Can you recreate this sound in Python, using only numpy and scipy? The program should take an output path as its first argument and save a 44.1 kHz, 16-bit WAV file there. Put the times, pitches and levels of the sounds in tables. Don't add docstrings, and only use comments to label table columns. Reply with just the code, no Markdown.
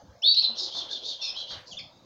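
import sys
import numpy as np
from scipy import signal
from scipy.fft import rfft, irfft
from scipy.io import wavfile
from scipy.ndimage import uniform_filter1d

SR = 44100
rng = np.random.default_rng(int(sys.argv[2]) if len(sys.argv) > 2 else 0)


def amplitude_ratio(level_db):
    exponent = np.asarray(level_db, float) / 20
    return 10 ** exponent


def persist_wave(psi):
    counts = np.round(np.clip(psi, -1, 1) * 32767).astype(np.int16)
    wavfile.write(sys.argv[1], SR, np.atleast_2d(counts).T)


N = 90404

# frequency [Hz], level [dB].
ROOM_NOISE = [(18, -54), (30, -21), (119, -13.5), (428, -23.5), (514, -6.5), (2400, -33.5), (3120, -69.5),
              (5280, -120)]
# frequency [Hz], level [dB].
CHATTER = [(2500, -11.5), (3600, -4.5), (4600, 0), (5600, -7.5), (6500, -4.5), (7200, -19.5), (9000, -38.5)]
# start [s], length [s], level [dB], centre [Hz], width [Hz].
RUSTLES = [(0.021, 0.04, -54, 177, 230), (.42, 0.27, -53.5, 664, 750), (.6, 0.065, -51.5, 351, 58),
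           (.48, 0.063, -54, 228.3, 24), (.74, 0.16, -50.5, 710, 810), (0.058, 0.028, -54, 76, 53),
           (.75, 0.077, -56.5, 339, 71), (.9, .22, -55.5, 386, 390), (1.19, 0.26, -56.5, 640, 900),
           (1.5, 0.069, -50.5, 700, 1220), (1.52, 0.053, -53, 94, 69), (1.5, 0.12, -54, 1500, 1200),
           (1.7, 0.17, -58, 121, 154), (0.88, 0.06, -58, 1600, 100), (0.069, 0.051, -58, 100, 63)]
# start [s], length [s], level [dB], pitch [Hz], fall [Hz].
ADULT_NOTES = [
    (1.215, .05, -44, 2682, 55.5),
    (1.272, 0.038, -43, 2620, 43.5),
    (1.712, 0.026, -41, 3460, 755),
    (1.769, .017, -34.5, 3620, 500),
    (1.786, 0.014, -42.5, 2700, 720),
    (0.511, .04, -51, 2960, 50),
    (1.91, 0.11, -66, 3690, -100),
]
ADULT_OCTAVE_DB = [8.5, 9, -8, -28, 4.5, -42, -27]
ADULT_JITTER = [.03, .02, 0.0057, .015, 0.014, 0.031, 0.02]
# start [s], length [s], level [dB], top pitch [Hz], breath [dB].
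FAR = [
    (0.547, 0.15, -42.5, 3900, 6),
    (0.713, 0.12, -37.5, 3630, -0.5),
    (0.881, 0.1, -37, 3616, -3),
    (1.017, 0.13, -38.5, 3707, 0),
    (1.191, .12, -38, 3666, -5.5),
    (1.347, .095, -39, 3389, -5),
    (1.468, 0.089, -46.5, 3280, 6),
    (1.654, 0.088, -56, 4874, 2),
]
# frequency [Hz], level [dB].
BREATH = [(2300, -35.5), (3100, -12), (3700, 6), (4600, 4.5), (5400, -4.5), (6600, -9.5), (7700, -33.5),
          (11000, -59.5)]
# start [s], length [s], level [dB], settled pitch [Hz], rise time [s].
NEAR = [
    (0.218, .12, -19.5, 3657, 0.014),
    (0.335, 0.072, -18.5, 4380, .007),
    (0.414, 0.057, -17.5, 4207, .007),
]
# second membrane offset [Hz], its level [dB], its delay [s],
# climb [Hz/s], jitter [0-1], rasp [dB].
NEAR_VOICE = [
    (599.5, -1, 0.02, 3200, 0.01, -25),
    (-330, -5, 0.021, 120, 0.02, -15.5),
    (-450, -9.5, 0.014, 89, .014, -16.5),
]
NEAR_HOLD_S = [0.0034, .011, .011]
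# frequency [Hz], level [dB].
RASP = [(2000, -49.5), (2500, -20.5), (3300, -8), (4200, -6.5), (5000, -6.5), (5700, -34.5), (7000, -47),
        (12000, -77)]


def evened(x):
    return x / np.sqrt(np.mean(x ** 2) + 1e-20)


def shaped(points, count):
    f, db = np.transpose(points)
    hz = np.fft.rfftfreq(count, 1 / SR)
    gain = amplitude_ratio(np.interp(np.log(hz + 1), np.log(f + 1), db))
    return evened(irfft(rfft(rng.standard_normal(count)) * gain, count))


def add(mix, s, sound):
    part = mix[max(round(s * SR), 0):][:len(sound)]
    part += sound[:len(part)]


def resonate(x, hz, width_hz):
    turn = np.exp(2j * np.pi * hz * np.arange(len(x)) / SR)
    r = np.exp(-np.pi * width_hz / SR)
    return 2 * (turn * signal.lfilter([1 - r], [1, -r], x / turn)).real


def wobble(count, smooth_s):
    noise = rng.standard_normal(8192)
    r = np.exp(-1 / (smooth_s * SR))
    return evened(signal.lfilter([1], [1, -2 * r, r * r], noise))[:count]


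def whistle(hz, jitter):
    return 2 * np.pi * np.cumsum(hz * (1 + jitter * wobble(len(hz), 0.00059))) / SR


def room_tone():
    chatter = amplitude_ratio(-69.5) * shaped([(500, -72), *CHATTER, (12000, -65.5)], N)
    steady = amplitude_ratio(-59.5) * shaped(ROOM_NOISE, N) + chatter
    z = signal.stft(steady, SR, nperseg=1024, noverlap=768)[2]
    patches = uniform_filter1d(rng.standard_normal(z.shape), size=5, axis=0)
    patches = evened(uniform_filter1d(patches, size=10, axis=1))
    patchy_db = 4.5
    tone = signal.istft(z * amplitude_ratio(patchy_db * patches), SR, nperseg=1024, noverlap=768)[1][:N]
    hiss = shaped([(100, 0), (13500, 0.1), (14800, 9), (22000, 9)], N)
    return tone + amplitude_ratio(-80) * hiss


def room(x):
    t60_s, delay_s = 0.28, 0.004
    at = np.arange(0, SR // 2, 20) + rng.integers(0, 20, SR // 40 + 1)
    decay = amplitude_ratio(-60 * at / SR / t60_s) * (at > delay_s * SR)
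    taps = np.zeros(SR // 2 + 40)
    taps[at] = rng.choice([-1., 1.], len(at)) * decay
    return signal.fftconvolve(x, taps / np.linalg.norm(taps))[:N]


def rustle(start, length, db, hz, width_hz):
    t = np.arange(0, length + 0.09, 1 / SR)
    flutter_db = 1.3 * np.resize(wobble(8192, 0.0063), len(t))
    puff = rng.standard_normal(16384)[:len(t)] * amplitude_ratio(flutter_db)
    edge = np.clip(t / 0.0077, 0, 1) * amplitude_ratio(-250 * np.maximum(t - length, 0))
    ringing = resonate(resonate(puff, hz, width_hz), hz, width_hz)
    return start, amplitude_ratio(db) * edge * evened(ringing)


def adult_note(start, length, db, top_hz, fall_hz, octave_db, jitter):
    t = np.arange(0, length, 1 / SR)
    hz = top_hz - fall_hz * (t / length) ** 1.3
    phase = whistle(hz * (1 + jitter * wobble(len(t), 0.0018)), jitter)
    edge_s = 0.0025
    edge = np.clip(np.minimum(t, length - t) / edge_s, 0, 1)
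    return start, amplitude_ratio(db) * edge * (np.cos(phase) + amplitude_ratio(octave_db) * np.cos(2 * phase))


def far_cheep(start, length, db, top_hz, breath_db):
    jitter, breath_hz = 0.011, 3600
    t = np.arange(0, length, 1 / SR)
    arch = np.sin(np.pi * (t / length) ** 0.9)
    hz = top_hz * (1 - 0.15 * (1 - arch))
    upper_hz = top_hz + 621 + 0.402 * (hz - top_hz)
    lower = np.cos(whistle(hz, jitter)) * arch ** 0.35
    upper = amplitude_ratio(-4) * arch ** 1.5 * np.cos(whistle(upper_hz, jitter))
    slide_hz = 1.5 * (hz - top_hz) + 0.5 * (top_hz - breath_hz)
    slide = np.exp(2j * np.pi * np.cumsum(slide_hz) / SR)
    breath = (signal.hilbert(shaped(BREATH, 8192))[:len(t)] * slide).real
    effort = amplitude_ratio(db + 2.5 * wobble(len(t), 0.0034))
    return start, effort * (lower + upper + amplitude_ratio(breath_db) * arch ** 0.73 * breath)


def squeal():
    start, length, from_hz, to_hz = 0.57, 0.069, 6000, 5070
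    u = np.arange(0, length, 1 / SR) / length
    hz = to_hz - (to_hz - from_hz) * (1 - np.minimum(u / 0.45, 1)) ** 1.56
    return start, amplitude_ratio(-34.5) * np.sin(np.pi * u) ** 0.6 * np.cos(whistle(hz, 0.025))


def near_cheep(start, length, db, top_hz, rise, second_hz, second_db, delay, climb_hz_per_s, jitter,
               rasp_db, hold):
    start_hz, overtone_edge_hz = 2583, 2726
    attack_s, release_s, soft_db = 0.019, 0.012, -21.5
    t = np.arange(0, length, 1 / SR)
    late = np.maximum(t - hold, 0)
    hz = top_hz - (top_hz - start_hz) * np.exp(-late / rise) + climb_hz_per_s * np.minimum(t, 0.08)
    hz = hz * (1 + 1.5 * jitter * wobble(len(t), 0.003))
    phase = whistle(hz, jitter)
    first = np.cos(phase)
    second_swell = np.clip((t - delay) / 0.022, 0, 1)
    second = amplitude_ratio(second_db) * second_swell * np.cos(whistle(hz + second_hz, jitter))
    early = amplitude_ratio(8) * np.clip((overtone_edge_hz + 200 - hz) / 200, 0, 1) * np.cos(2 * phase)
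    pair = (first + second) ** 2
    octaves = amplitude_ratio(-45) * (pair - uniform_filter1d(uniform_filter1d(pair, size=9), size=11))
    rasp = amplitude_ratio(rasp_db) * shaped(RASP, 8192)[:len(t)]
    voice = first + second + early + octaves + rasp
    effort_db = soft_db * np.clip(1 - late / attack_s, 0, 1) + 150 * jitter * wobble(len(t), 0.0019)
    edge = np.clip(np.minimum(t, length - t) / release_s, 0, 1)
    return start, amplitude_ratio(db + effort_db) * edge * voice


def scene():
    near, far, low = np.zeros((3, N))
    for row in RUSTLES:
        add(low, *rustle(*row))
    for row, octave_db, jitter in zip(ADULT_NOTES, ADULT_OCTAVE_DB, ADULT_JITTER):
        add(far, *adult_note(*row, octave_db, jitter))
    for row in FAR:
        add(far, *far_cheep(*row))
    add(far, *squeal())
    for row, voice, hold in zip(NEAR, NEAR_VOICE, NEAR_HOLD_S):
        add(near, *near_cheep(*row, *voice, hold))
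    reflections = room(amplitude_ratio(-3) * near + amplitude_ratio(0.5) * far)
    return (near + far + reflections + low + room_tone())[None]


def band_limit(x):
    return signal.sosfilt(signal.butter(12, 15840, fs=SR, output="sos"), x)


def record(dry):
    return band_limit(dry)


dry = scene()
out = record(dry)
persist_wave(out)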